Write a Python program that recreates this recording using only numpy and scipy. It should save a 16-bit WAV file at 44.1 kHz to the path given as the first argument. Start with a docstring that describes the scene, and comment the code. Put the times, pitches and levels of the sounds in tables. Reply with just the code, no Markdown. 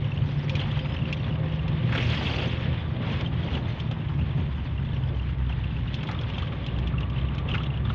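"""Cobbles drum through the tyres and body of a small, slowly rolling car: random blows and coloured noise.
Loose trim hisses (dense noise), squeaks (rough short tones) and ticks (noise cracks with ringing modes).
Cloth scuffs near the microphone and stones knock dully under the floor, both as filtered noise bursts.
The engine hums on three low orders, two noisy tones hum above it, and a thin whistle passes.
A phone microphone with a dull top hears it all."""
import sys
import numpy as np
from scipy import signal
from scipy.fft import rfft, irfft
from scipy.io import wavfile
from scipy.ndimage import uniform_filter1d

SR = 44100
rng = np.random.default_rng(int(sys.argv[2]) if len(sys.argv) > 2 else 0)


def log_audio(samples):
    """Write samples as a 16-bit WAV file to the path given in sys.argv[1]."""
    # one column per channel
    frames = np.atleast_2d(samples).T
    # limit to full scale, then quantise
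    limited = np.clip(frames, -1, 1)
    pcm = np.round(limited * 32767).astype(np.int16)
    wavfile.write(sys.argv[1], SR, pcm)


N = 350154   # length in samples


def from_db(db):
    """Turns decibels into a gain."""
    return 10 ** (np.asarray(db) / 20)


def rms_one(x):
    """Scales a sound to rms 1."""
    return x / np.sqrt(np.mean(x ** 2) + 1e-20)


def in_time(rows):
    """Draws straight lines between the rows of a table and gives each column one value per sample."""
    seconds, *columns = np.transpose(rows)
    return [np.interp(np.arange(N) / SR, seconds, column) for column in columns]


def drift(rate):
    """Makes a smooth random curve of rms 1; a higher rate (Hz) makes it wander faster."""
    step = 40   # the curve is drawn on every 40th sample, then joined up
    r = np.exp(-2 * np.pi * rate * step / SR)
    white = rng.standard_normal(N // step + 2002)
    slow = signal.lfilter([1], [1, -2 * r, r * r], white)[2000:]   # drop the settling time
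    return np.interp(np.arange(N) / step, np.arange(len(slow)), rms_one(slow))


def resonance(x, hz, width_hz):
    """Lets through a band around one pitch, as a two-pole resonance with gain about 1 on top."""
    r = np.exp(-np.pi * width_hz / SR)
    gain = (1 - r * r) / 2
    return signal.lfilter([gain, 0, -gain], [1, -2 * r * np.cos(2 * np.pi * hz / SR), r * r], x)


def butterworth(x, order, hz, kind="low"):
    """Keeps the sound below, above or between the given frequencies."""
    return signal.sosfilt(signal.butter(order, hz, kind, fs=SR, output="sos"), x)


def table_gain(table, hz):
    """Reads a table of Hz and dB as a gain, with straight lines over log frequency."""
    table_hz, table_db = np.transpose(table)
    return from_db(np.interp(np.log(hz), np.log(table_hz), table_db))


def coloured(x, spectrum):
    """Gives white input the spectrum of a table."""
    hz = np.maximum(np.arange(N // 2 + 1) * SR / N, 1)
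    return irfft(rfft(x) * table_gain(spectrum, hz), N)


def add(out, s, sound):
    """Mixes a short sound in at time s."""
    i = round(s * SR)
    out[i:i + len(sound)] += sound[:N - i]


# A thin whistle. Each row: time in seconds, pitch in Hz, level in dB.
WHISTLE_PATH = [(.76, 4540, -66), (.815, 4740, -58), (.835, 4820, -50), (.87, 4900, -52), (.888, 4940, -57),
                (.902, 5030, -53), (.935, 5150, -49), (.97, 5150, -60)]


def whistle():
    """A thin rising sine whose level flutters."""
    hz, db = in_time(WHISTLE_PATH)
    t = np.arange(N) / SR
    first_s, last_s = WHISTLE_PATH[0][0], WHISTLE_PATH[-1][0]
    gate = np.clip(np.minimum(t - first_s, last_s - t) / 0.0152, 0, 1)
    tone = np.sin(2 * np.pi * np.cumsum(hz) / SR)
    return np.sqrt(2) * gate * from_db(db + 2.5 * drift(30)) * tone


# Two noisy tones. Each row: time in seconds, level near 525 Hz in dB, level near 1165 Hz in dB.
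HUM_LEVELS = [(0, -52, -64), (.4, -51, -58), (.9, -49, -60), (1.6, -48, -54.5), (2.45, -47, -52.5),
              (3.0, -54, -56), (4.6, -69.5, -63.5), (5.95, -56, -64.5), (6.1, -56.5, -53),
              (6.8, -51.5, -58), (6.96, -62, -48), (7.36, -57, -53), (7.6, -60, -46), (7.74, -58, -64),
              (7.94, -48.5, -46)]


def hums():
    """Noise sent twice through a narrow resonance hums; the level of the upper hum changes faster."""
    low_db, high_db = in_time(HUM_LEVELS)
    low = rms_one(resonance(resonance(rng.standard_normal(N), 525, 31), 525, 31))
    high = rms_one(resonance(resonance(rng.standard_normal(N), 1165, 82), 1165, 82))
    return from_db(low_db + 2.1 * drift(8)) * low + from_db(high_db + 1.3 * drift(30)) * high


# Engine speed and strength. Each row: time in seconds, crank turns per second,
# then the levels of orders 2, 3 and 4 (that many cycles per turn) in dB.
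ENGINE_RUN = [(0, 35.8, -42, -36, -31), (.6, 35.9, -40, -40, -31), (.85, 37.2, -42, -44, -33.5),
              (1.2, 37.7, -44, -42, -34), (1.35, 38.2, -43, -32, -33), (1.5, 38.9, -42, -42, -32),
              (1.75, 39.8, -42, -38, -32), (1.9, 40.2, -40, -29, -33), (2.05, 40.6, -40, -31, -36),
              (2.5, 41, -38, -36, -40), (2.7, 41.3, -38, -32, -41), (3.15, 41.5, -39, -35, -33),
              (3.6, 42, -40, -33, -38), (3.95, 38.5, -44, -38, -38), (4.2, 36.2, -40, -42, -33),
              (4.6, 33.9, -37, -44, -34), (5.15, 32.2, -30, -44, -34), (5.55, 31.2, -32, -44, -35),
              (5.85, 30.2, -33, -44, -41), (6.03, 30.3, -46, -44, -42), (6.25, 30.6, -34, -44, -40),
              (6.5, 31.2, -36, -44, -33), (6.8, 31.1, -29, -42, -38), (7.3, 32.5, -30, -42, -36),
              (7.6, 33.4, -31, -42, -32), (7.94, 32.6, -34, -42, -31)]
WAVER_DB = 1.8   # random swing of each order


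def engine():
    """Multiples of the crank speed sound as sines that waver a little in level and phase."""
    turns, *levels_db = in_time(ENGINE_RUN)
    phase = 2 * np.pi * np.cumsum(turns) / SR
    out = np.zeros(N)
    for order, db in zip((2, 3, 4), levels_db):
        level = np.sqrt(2) * from_db(db + WAVER_DB * drift(3.2))
        out += level * np.sin(order * phase + 0.073 * drift(1.7))
    return out


# Scuffs of cloth near the microphone. Each row: start in seconds, rough peak in dB,
# centre of its colour in Hz, length in seconds.
CLOTH_SCUFFS = [(0.594, -23.5, 3130, 0.021), (0.627, -33, 3000, 0.012), (0.709, -31, 3100, .015),
                (0.748, -34, 3000, 0.028), (1.892, -21, 1720, 0.01), (1.9235, -18.5, 1600, 0.019),
                (1.925, -23, 3320, 0.0077), (1.949, -14, 1640, 0.013), (1.955, -17, 2700, 0.0077),
                (1.975, -14.5, 3070, 0.009), (1.979, -16.5, 1780, 0.011), (1.999, -17.5, 2600, 0.012),
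                (2.024, -18.5, 2440, 0.011), (2.09, -21, 2700, 0.008), (2.051, -24, 2300, 0.018),
                (2.099, -22, 3340, 0.021), (2.13, -24, 1960, 0.015), (2.131, -23, 2820, .008),
                (2.172, -20, 3040, 0.007), (2.208, -31, 1950, 0.012), (2.22, -27, 3200, 0.0092),
                (2.252, -19.5, 3200, 0.037), (2.268, -23, 2630, 0.017), (2.31, -22.5, 2900, 0.017),
                (2.333, -25, 2510, 0.014), (2.34, -23.5, 3500, 0.013), (2.358, -27, 2700, .01),
                (2.4, -22, 2900, .012), (2.38, -22.5, 3100, 0.02), (2.416, -22.5, 2980, 0.032),
                (2.436, -33, 2930, 0.024), (2.457, -24, 2700, .01), (2.471, -31, 3260, 0.035),
                (2.49, -29, 3020, .012), (2.531, -28, 2900, .01), (2.55, -33, 2800, .01),
                (2.509, -31, 2870, 0.016), (2.57, -31, 2930, .01), (2.608, -35, 3000, .015),
                (2.64, -34, 3540, 0.0085), (2.727, -26, 3000, 0.0059), (3.075, -33, 2640, 0.016),
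                (3.144, -34, 1800, 0.011), (3.485, -29, 2040, 0.0057), (3.536, -26, 3230, 0.017),
                (4.007, -39, 2800, 0.018), (4.082, -34, 3300, 0.022), (4.187, -33, 2400, 0.017),
                (4.311, -37, 2680, 0.026), (4.358, -41, 1800, 0.011), (4.397, -36, 2390, 0.013),
                (4.438, -39, 2270, 0.029), (6.007, -31, 2920, .01), (6.031, -28, 1600, 0.0082),
                (6.072, -29, 3340, 0.017), (6.088, -22, 1670, 0.0097), (6.116, -29.5, 1700, 0.023),
                (6.148, -31, 2200, .008), (6.234, -32, 3350, 0.0083), (6.336, -30.5, 2980, 0.019),
                (6.428, -30, 3100, 0.006), (6.479, -35, 3170, .012), (6.52, -35, 3400, .012),
                (6.565, -37, 1950, 0.011), (7.475, -32, 3400, 0.011), (7.5, -26, 2900, 0.0088),
                (7.547, -18, 2110, 0.0082), (7.554, -31, 2600, 0.014), (7.595, -32, 3350, 0.032),
                (7.658, -30, 3450, 0.016), (7.895, -29.5, 3620, .015)]
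SCUFF_WIDTH_HZ, SCUFF_BROAD_DB = 1210, -13   # width of each colour filter; gain of the broad, bright part
GRIT_PER_S, GRIT_SHARE = 5400, 0.52   # separate grains over smooth friction noise
SCUFF_CREST = 2.5   # assumed peak over rms


def scuffs():
    """Cloth rubs in short puffs of grainy friction noise with a quick start."""
    out, t = np.zeros(N), np.arange(round(.06 * SR)) / SR
    for s, db, hz, length in CLOTH_SCUFFS:
        grains = np.sqrt(SR / GRIT_PER_S) * (rng.random(len(t)) < GRIT_PER_S / SR)
        grit = 1 - GRIT_SHARE + GRIT_SHARE * grains
        shape = np.minimum(t / 0.0007, 1) / (1 + (t / length) ** 4)
        friction = grit * rng.standard_normal(len(t)) * shape
        puff = resonance(resonance(friction, hz, SCUFF_WIDTH_HZ), hz, SCUFF_WIDTH_HZ)
        puff += from_db(SCUFF_BROAD_DB) * np.diff(friction, prepend=0)   # differences are bright
        add(out, s, from_db(db) * puff / (SCUFF_CREST * np.std(puff[t < length])))
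    return out


# Squeaks and lower creaks of trim on trim. Each row: start in seconds, level in dB, pitch in Hz.
TRIM_SQUEAKS = [(0.044, -34, 2950), (.1176, -34, 2700), (.174, -31, 3050), (0.219, -37, 2950),
                (.481, -33, 2050), (.592, -29.5, 3440), (0.613, -31, 2900), (.614, -30, 4050),
                (0.723, -38, 1120), (.756, -36, 2960), (.767, -36, 1950), (0.7912, -31.5, 3140),
                (0.846, -38, 3470), (.85, -38, 2300), (0.853, -39, 1170), (.858, -38, 2750),
                (0.921, -36.5, 3050), (.939, -36, 2880), (.9637, -30, 2870), (.989, -35, 2820),
                (1.019, -36, 2820), (1.054, -34, 2850), (1.2, -38, 2850), (1.242, -36, 3450),
                (1.307, -35.5, 2940), (1.325, -35, 2800), (1.356, -37.5, 3050), (1.5924, -34, 2830),
                (3.129, -37, 1090), (3.261, -27.5, 3070), (3.205, -35, 2050), (3.435, -37, 3300),
                (3.474, -35, 3200), (3.484, -36, 2000), (3.552, -27, 2900), (3.655, -37, 3450),
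                (3.684, -37, 2000), (3.934, -40, 2900), (4.094, -40, 1164), (4.1196, -41, 1040),
                (4.211, -37, 2880), (4.778, -37, 2840), (4.8564, -40.5, 3430), (4.888, -41, 3200),
                (4.918, -41, 3500), (4.931, -40, 3060), (4.963, -36.5, 2970), (5.036, -36.5, 3040),
                (5.089, -41, 3500), (5.145, -43, 3100), (5.196, -36, 2850), (5.229, -42, 3060),
                (5.494, -36, 3150), (5.524, -35, 2790), (5.64, -35, 2800), (5.765, -38, 2710),
                (5.879, -34.5, 2820), (6.1469, -35, 3440), (6.1492, -37, 1190), (6.189, -30.5, 3330),
                (6.234, -37, 3300), (6.2393, -36, 1180), (6.301, -33, 2970), (6.3446, -38, 3170),
                (6.352, -38, 2900), (6.38, -43, 2900), (6.4218, -46, 3080), (6.4249, -32, 1160),
                (6.428, -35, 3100), (6.476, -34.5, 3030), (6.521, -37.5, 1207), (6.6423, -36, 3330),
                (6.6844, -33, 2850), (6.763, -38, 2930), (6.878, -34, 3020), (6.937, -36, 1200),
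                (6.981, -30, 2740), (7.031, -33, 2820), (7.1627, -38, 2830), (7.1832, -33, 3000),
                (7.214, -36.5, 3090), (7.2858, -34.5, 2900), (7.3813, -33, 3020), (7.4863, -32, 2800),
                (7.5147, -24.5, 2950), (7.538, -26, 2860), (7.58, -28, 2940), (7.603, -31.5, 1235),
                (7.64, -35, 2920), (7.664, -39.5, 1154), (7.661, -35, 3000), (7.702, -35.5, 2900),
                (7.739, -36, 2900), (7.773, -36, 2890), (7.852, -32, 3560), (7.851, -37, 1210),
                (7.872, -38, 1130), (7.9003, -29, 1175), (7.903, -34.5, 2870)]
SQUEAK_S, SQUEAK_SLIPS = .005, 15.0   # length: a set part in seconds plus so many slips
SQUEAK_SKEW = .38   # smaller: a more abrupt start


def rough_tone(db, hz, length):
    """A brief tone with its octave, roughened by a randomly wandering phase."""
    t = np.arange(round(np.clip(length, .002, .04) * SR)) / SR
    bow = np.sin(np.pi * (t / t[-1]) ** SQUEAK_SKEW)   # swells and fades
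    jitter = np.cumsum(rng.standard_normal(len(t)))
    phase = 2 * np.pi * hz * t + .12 * jitter
    return from_db(db) * bow * (np.sin(phase) + from_db(-16.0) * np.sin(2 * phase))


def faint_tones(count, low_hz, span_hz, top_db, length):
    """Faint short tones fall at random moments, pitches and sizes."""
    out = np.zeros(N)
    for place, pitch, size in rng.random((count, 3)):
        add(out, place * N / SR, rough_tone(top_db - 14 * size, low_hz + span_hz * pitch, length))
    return out


def trim():
    """Trim slips on trim at a nearly even rate: the louder squeaks and creaks; low ones last longer."""
    out = np.zeros(N)
    for s, db, hz in TRIM_SQUEAKS:
        add(out, s, rough_tone(db, hz, SQUEAK_S + SQUEAK_SLIPS / hz))
    return out


# Hard ticks of a loose part. Each row: start in seconds, peak of its body in dB, treble level in dB,
# pitch favoured by the point of contact in Hz.
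PART_TICKS = [(0.483, -43, -36, 3200), (0.4953, -19, -16, 2400), (0.5534, -17, -16, 2420),
              (0.602, -32, -26, 3560), (0.6696, -34, -38, 2990), (0.7149, -29, -34, 2800),
              (0.739, -34, -43, 2860), (0.791, -26, -34, 3260), (1.127, -17.5, -15, 2650),
              (1.68, -27.5, -32, 2340), (3.065, -33, -44, 2670), (3.1147, -37, -36, 3140),
              (3.2102, -28, -27, 3480), (3.5498, -27, -32, 2830), (3.8, -23, -25, 3160),
              (3.913, -29, -28, 3103), (5.494, -35, -43, 3091), (5.638, -36, -46, 2750),
              (5.942, -23.5, -18.5, 3340), (6.0309, -30, -25, 3140), (6.071, -29, -34, 3420),
              (6.1132, -40, -24.5, 2850), (6.212, -36, -27.5, 2670), (6.299, -35, -32, 3160),
              (6.383, -22, -28, 2960), (6.4215, -27, -32, 3140), (6.6638, -27, -27, 3200),
              (6.786, -33, -29, 3120), (6.873, -27.5, -27.5, 3060), (7.0054, -30.5, -31, 2796),
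              (7.099, -30.5, -35, 2900), (7.3496, -41, -32, 2766), (7.3828, -27.5, -29, 2920),
              (7.489, -28, -33, 2900), (7.547, -35, -34, 2676), (7.634, -30, -31, 2910)]
# How the loose part rings. Each row: pitch in Hz, strength in dB, time to fade by 60 dB in seconds.
PART_MODES = [(2433, 2, 0.024), (2698, -2.5, 0.03), (3138, 2.5, 0.031), (3404, 0, 0.031),
              (4520, -3.5, 0.045)]
SNAP_TOP_HZ = 7560   # the treble is weaker above this
SNAP_OPEN_DB = 7.5   # the harder a tick, the more it reaches above that top


def ticks():
    """Each tick is a crack of noise and the part's modes, strongest near the favoured pitch."""
    out, t = np.zeros(N), np.arange(round(.06 * SR)) / SR
    for s, db, treble_db, favoured_hz in PART_TICKS:
        fade = from_db(-60 * t / .06) + from_db(-60 * t / .008)
        crack = rng.standard_normal(len(t)) * fade
        body = from_db(7.0) * resonance(resonance(crack, 3600, 1300), 2600, 2400)
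        for (hz, mode_db, t60), chance in zip(PART_MODES, rng.standard_normal(len(PART_MODES))):
            octaves_away = abs(np.log2(hz / favoured_hz))
            strength_db = mode_db - 25 * octaves_away + 2 * chance
            body += from_db(strength_db - 60 * t / t60) * np.sin(2 * np.pi * hz * t)
        body = butterworth(body, 3, 1900, "high")
        snap = butterworth(crack, 3, 4800, "high")
        snap = snap * from_db(treble_db + SNAP_OPEN_DB) + butterworth(snap, 4, SNAP_TOP_HZ)
        add(out, s, from_db(db) * body / np.abs(body).max() + from_db(treble_db) * snap)
    return out


AFTER_TICK_DB, AFTER_TICK_S = -10.5, 0.0057   # level against the tick's treble; decay time


def after_ticks():
    """Each tick leaves the treble chattering: a gain that jumps up and decays."""
    s, _, treble_db, _ = np.transpose(PART_TICKS)
    kicks = np.full(N, 1e-18)
    kicks[(s * SR).astype(int)] = from_db(treble_db + AFTER_TICK_DB)
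    return signal.lfilter([1], [1, -np.exp(-1 / (AFTER_TICK_S * SR))], kicks)


# How hard the stones shake the car, also used by road() below. Each row: time in seconds,
# trim chatter in dB, its treble in dB against that, tyre roar in dB.
ROAD_SHAKE = [(0, -47, 2, -41.5), (.3, -49.5, 5.5, -41.5), (.6, -40, 1.5, -38.5), (.86, -44, 1, -40),
              (1.5, -46, -2.5, -39), (1.85, -42.5, -7.5, -40), (1.95, -37.5, 9, -34.5),
              (2.2, -35, 7.5, -35.5), (2.3, -37.5, 11, -34), (2.45, -38, 6, -32), (2.53, -39, 3, -37),
              (2.63, -41, 2, -40), (2.67, -41.5, -8, -37), (2.9, -45, -3, -40), (3.03, -43, -7, -37),
              (3.12, -38, 3, -34.5), (3.35, -44, -2.5, -39), (3.54, -42.5, 2.5, -35.5),
              (3.76, -46.5, 2, -40.5), (4.03, -49, -6, -41.5), (4.12, -50.5, 5, -44.5),
              (4.26, -47.5, -4.5, -43), (4.38, -46.5, -2, -39), (4.52, -50.5, 2, -44.5),
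              (4.8, -50, -3, -44.5), (5.1, -48.5, 3.5, -41), (5.45, -49.5, -6.5, -45.5),
              (5.95, -46, -1, -45), (6.1, -44.5, -4.5, -39.5), (6.45, -45.5, 0, -41),
              (6.6, -46, -5.5, -40.5), (7.4, -48, -20, -41), (7.54, -42, 4, -36.5), (7.72, -49.5, -18, -40),
              (7.94, -45.5, -2, -43)]
# Colour of the chatter. Each row: frequency in Hz, relative level in dB.
CHATTER_COLOUR = [(470, -21), (800, -6.5), (914, -2.5), (991, -4.5), (1160, -7.5), (1400, -8.5),
                  (1780, -7.5), (2510, -9), (3160, -13.5), (4200, -15), (7000, -20.5), (16000, -11.5)]
# Chatter under 1750 Hz: mean level in dB, then its shares of the trim and roar swings.
LOW_CHATTER_DB, LOW_FOLLOWS_TRIM, LOW_FOLLOWS_ROAR = -48, 0.17, 0.29
FLICKER_DB = 1.86   # quick random swing, reduced in the middle and high bands when dense
CALM_DB, DENSE_DB = -42, -35   # between these chatter levels the grains merge into a more even wash


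def chatter():
    """Dense tiny contacts hiss in jolts, with faint short tones scattered among them, also in the treble."""
    middle_db, treble_db, roar_db = in_time(ROAD_SHAKE)
    trim_swing, roar_swing = middle_db - middle_db.mean(), roar_db - roar_db.mean()
    low_db = LOW_CHATTER_DB + LOW_FOLLOWS_TRIM * trim_swing + LOW_FOLLOWS_ROAR * roar_swing
    grainy = np.interp(middle_db, [CALM_DB, DENSE_DB], [1, .55])
    shake = from_db(middle_db + grainy * FLICKER_DB * drift(9.8))

    jolts = (rng.random(N) < 60 / SR) * rng.random(N)   # about 60 a second
    fade = np.exp(-1 / (0.0048 * SR))
    jolted = 1 + 0.74 * signal.lfilter([1], [1, -fade], jolts)
    hiss, *bright = (coloured(jolted * noise, CHATTER_COLOUR) for noise in rng.standard_normal((3, N)))

    low = rms_one(butterworth(hiss, 4, 1750))
    low += faint_tones(count=250, low_hz=833, span_hz=1130, top_db=5.0, length=0.0064)

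    middle = butterworth(hiss, 3, 1850, "high")
    middle = rms_one(butterworth(middle, 2, 3800) + 0.81 * resonance(middle, 2970, 900))
    middle += grainy * faint_tones(count=800, low_hz=2562, span_hz=1190, top_db=5.5, length=0.0076)

    high, edges = np.zeros(N), np.geomspace(4050, 16000, 14)
    for k, band in enumerate(zip(edges, edges[1:])):   # the treble flickers in narrow patches
        flicker = from_db(3.7 * grainy * drift(21))
        high += flicker * butterworth(bright[k % 2], 2, band, "band")
    high = rms_one(high)
    high += grainy * faint_tones(count=520, low_hz=4110, span_hz=2583, top_db=3.5, length=0.014)

    low_level = from_db(low_db + FLICKER_DB * drift(29))
    high_level = shake * from_db(treble_db) + after_ticks()
    return low_level * rms_one(low) + shake * rms_one(middle) + high_level * rms_one(high)


# Dull knocks of stones through the floor. Each row: start in seconds, peak in dB, centre in Hz.
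FLOOR_KNOCKS = [(0.598, -32, 1170), (0.625, -27.5, 689), (0.769, -29, 533), (1.923, -24, 1090),
                (1.952, -24, 616), (1.976, -24, 649), (2.027, -36, 533), (2.094, -24, 533),
                (2.13, -25.5, 513), (2.171, -45, 643), (2.211, -25.5, 746), (2.296, -23.5, 606),
                (2.339, -25, 495), (2.385, -24.5, 584), (2.422, -25.5, 514), (2.447, -30, 479),
                (2.556, -39, 980), (3.067, -29, 514), (3.103, -42, 477), (3.14, -32, 1050),
                (3.479, -32.5, 810), (3.545, -27, 650), (3.568, -28, 474), (3.912, -27.5, 501),
                (4.189, -33, 470), (4.399, -41, 918), (4.616, -39, 789), (5.497, -30, 756),
                (6.031, -33, 1080), (6.089, -24.5, 740), (6.109, -31, 1150), (6.299, -31, 616),
                (6.378, -28, 818), (6.469, -33, 993), (7.492, -27, 581), (7.508, -31, 1060),
                (7.545, -19.5, 1240)]
KNOCK_WIDTH_HZ, KNOCK_T60_S = 720, 0.097   # resonance width; time for the noise to fade by 60 dB


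def knocks():
    """Each knock is a burst of noise that starts at once and dies in a broad low resonance."""
    out, t = np.zeros(N), np.arange(round(.06 * SR)) / SR   # cut off after 0.06 s
    for s, db, hz in FLOOR_KNOCKS:
        burst = rng.standard_normal(len(t)) * from_db(-60 * t / KNOCK_T60_S)
        thud = resonance(burst, hz, KNOCK_WIDTH_HZ)
        add(out, s, from_db(db) * thud / np.abs(thud).max())
    return out


# The low drumming swells and sinks at irregular times. Each row: time of the top in seconds,
# rise over the even level in dB.
DRUMMING_SWELLS = [(.24, 5.5), (.58, 5), (.78, 3), (1.02, 5.5), (1.32, 3.5), (1.72, 5), (1.88, 4.5),
                   (2.1, 3.5), (2.4, 2.5), (2.72, 4.5), (3.15, 4), (3.36, 2.5), (3.531, 4.5), (4.22, 6.5),
                   (4.4, 7), (6.83, 3), (6.95, 5.5), (7.56, 5.5), (7.869, 7)]
SWELL_RISE_S, SWELL_FALL_S = 0.081, 0.06


def swells():
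    """The swells as a gain in dB: each rises to its top and falls away."""
    t, total_db = np.arange(N) / SR, np.zeros(N)
    for s, db in DRUMMING_SWELLS:
        rise, fall = 1 + (t - s) / SWELL_RISE_S, 1 - (t - s) / SWELL_FALL_S
        total_db += db * np.clip(np.minimum(rise, fall), 0, 1)
    return total_db


# Colour of the broad body drumming. Each row: frequency in Hz, relative level in dB.
DRUMMING_COLOUR = [(12, -54), (20, -27.5), (70, 0.5), (128, 2), (150, 3), (201, -13.5), (400, -23.5),
                   (520, -59.5), (880, -120)]
# Booms of the cabin. Each row: pitch in Hz, width in Hz, relative level in dB.
CABIN_BOOMS = [(72.5, 12, -10.5), (94, 48, -0.5), (113, 17, -4.5), (146.5, 6.9, 0.5), (223, 21, -1.5)]
# Colour of the tyre roar. Each row: frequency in Hz, relative level in dB.
ROAR_COLOUR = [(120, -26.5), (200, -6), (349, -12.5), (454, -16), (567, -16), (914, -24.5), (1100, -24),
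               (1430, -46.5), (2420, -120)]
DRUMMING_DB = -29   # drumming level between swells


def road():
    """Tyres drop on stone edges at random; the blows shake the body broadly and ring the cabin booms."""
    drumming_db = DRUMMING_DB + swells()
    roar_db = in_time(ROAD_SHAKE)[2]
    edges = (rng.random(N) < 1200 / SR) * rng.standard_normal(N)   # about 1200 blows a second
    booms = np.zeros(N)
    for k, (hz, width_hz, db) in enumerate(CABIN_BOOMS):
        booms += from_db(db) * rms_one(resonance(edges, hz, width_hz)) * (-1) ** k   # signs alternate
    drumming = rms_one(coloured(edges, DRUMMING_COLOUR)) + from_db(-17.0) * rms_one(booms)
    drumming /= uniform_filter1d(drumming ** 2, size=2600) ** .3   # evens out the rumble
    roar = rms_one(coloured(rng.standard_normal(N), ROAR_COLOUR)) * from_db(1.3 * drift(14))
    return from_db(drumming_db) * rms_one(drumming) + from_db(roar_db) * roar


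def scene():
    """Mixes all sources; the close sounds get a short diffuse tail off glass and dash."""
    close = trim() + ticks() + scuffs() + knocks()
    t = np.arange(round(.05 * SR))
    tail = rng.standard_normal(len(t)) * from_db(-60 * t / (.05 * SR))
    cabin = from_db(-9.5) * signal.fftconvolve(close, tail / np.linalg.norm(tail))[:N]
    return (engine() + road() + hums() + chatter() + close + cabin + whistle())[None]


# Dull top of the microphone. Each row: frequency in Hz, gain in dB.
MICROPHONE_RESPONSE = [(3500, -1), (4300, -11), (5200, -16.5), (6500, -23.5), (7500, -32.5), (8500, -44),
                       (10100, -43.5), (11500, -50.5), (13800, -59.5), (14800, -62), (16000, -48)]


def microphone(x):
    """Dulls the treble by the table, with a filter that never sounds ahead of its input (minimum phase)."""
    size = 4096
    hz = np.maximum(np.arange(size // 2 + 1) * SR / size, 1)
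    cepstrum = irfft(np.log(table_gain(MICROPHONE_RESPONSE, hz)), size)
    cepstrum[1:size // 2] *= 2   # fold the second half onto the first
    cepstrum[size // 2 + 1:] = 0
    response = irfft(np.exp(rfft(cepstrum)), size)
    return signal.fftconvolve(x, response[None])[:, :N]


HISS_DB = -100   # self-noise of the microphone, before the top is cut
CUTOFF_HZ = 15700   # from here up the sound is at least 70 dB down


def record(dry):
    """Peaks are rounded, the microphone dulls the treble, a faint hiss joins and the top is cut."""
    rounded = .35 * np.tanh(dry / .35)
    heard = microphone(rounded) + from_db(HISS_DB) * rng.standard_normal(dry.shape)
    return signal.sosfilt(signal.cheby2(12, 70, CUTOFF_HZ, fs=SR, output="sos"), heard)


dry = scene()
out = record(dry)
log_audio(out)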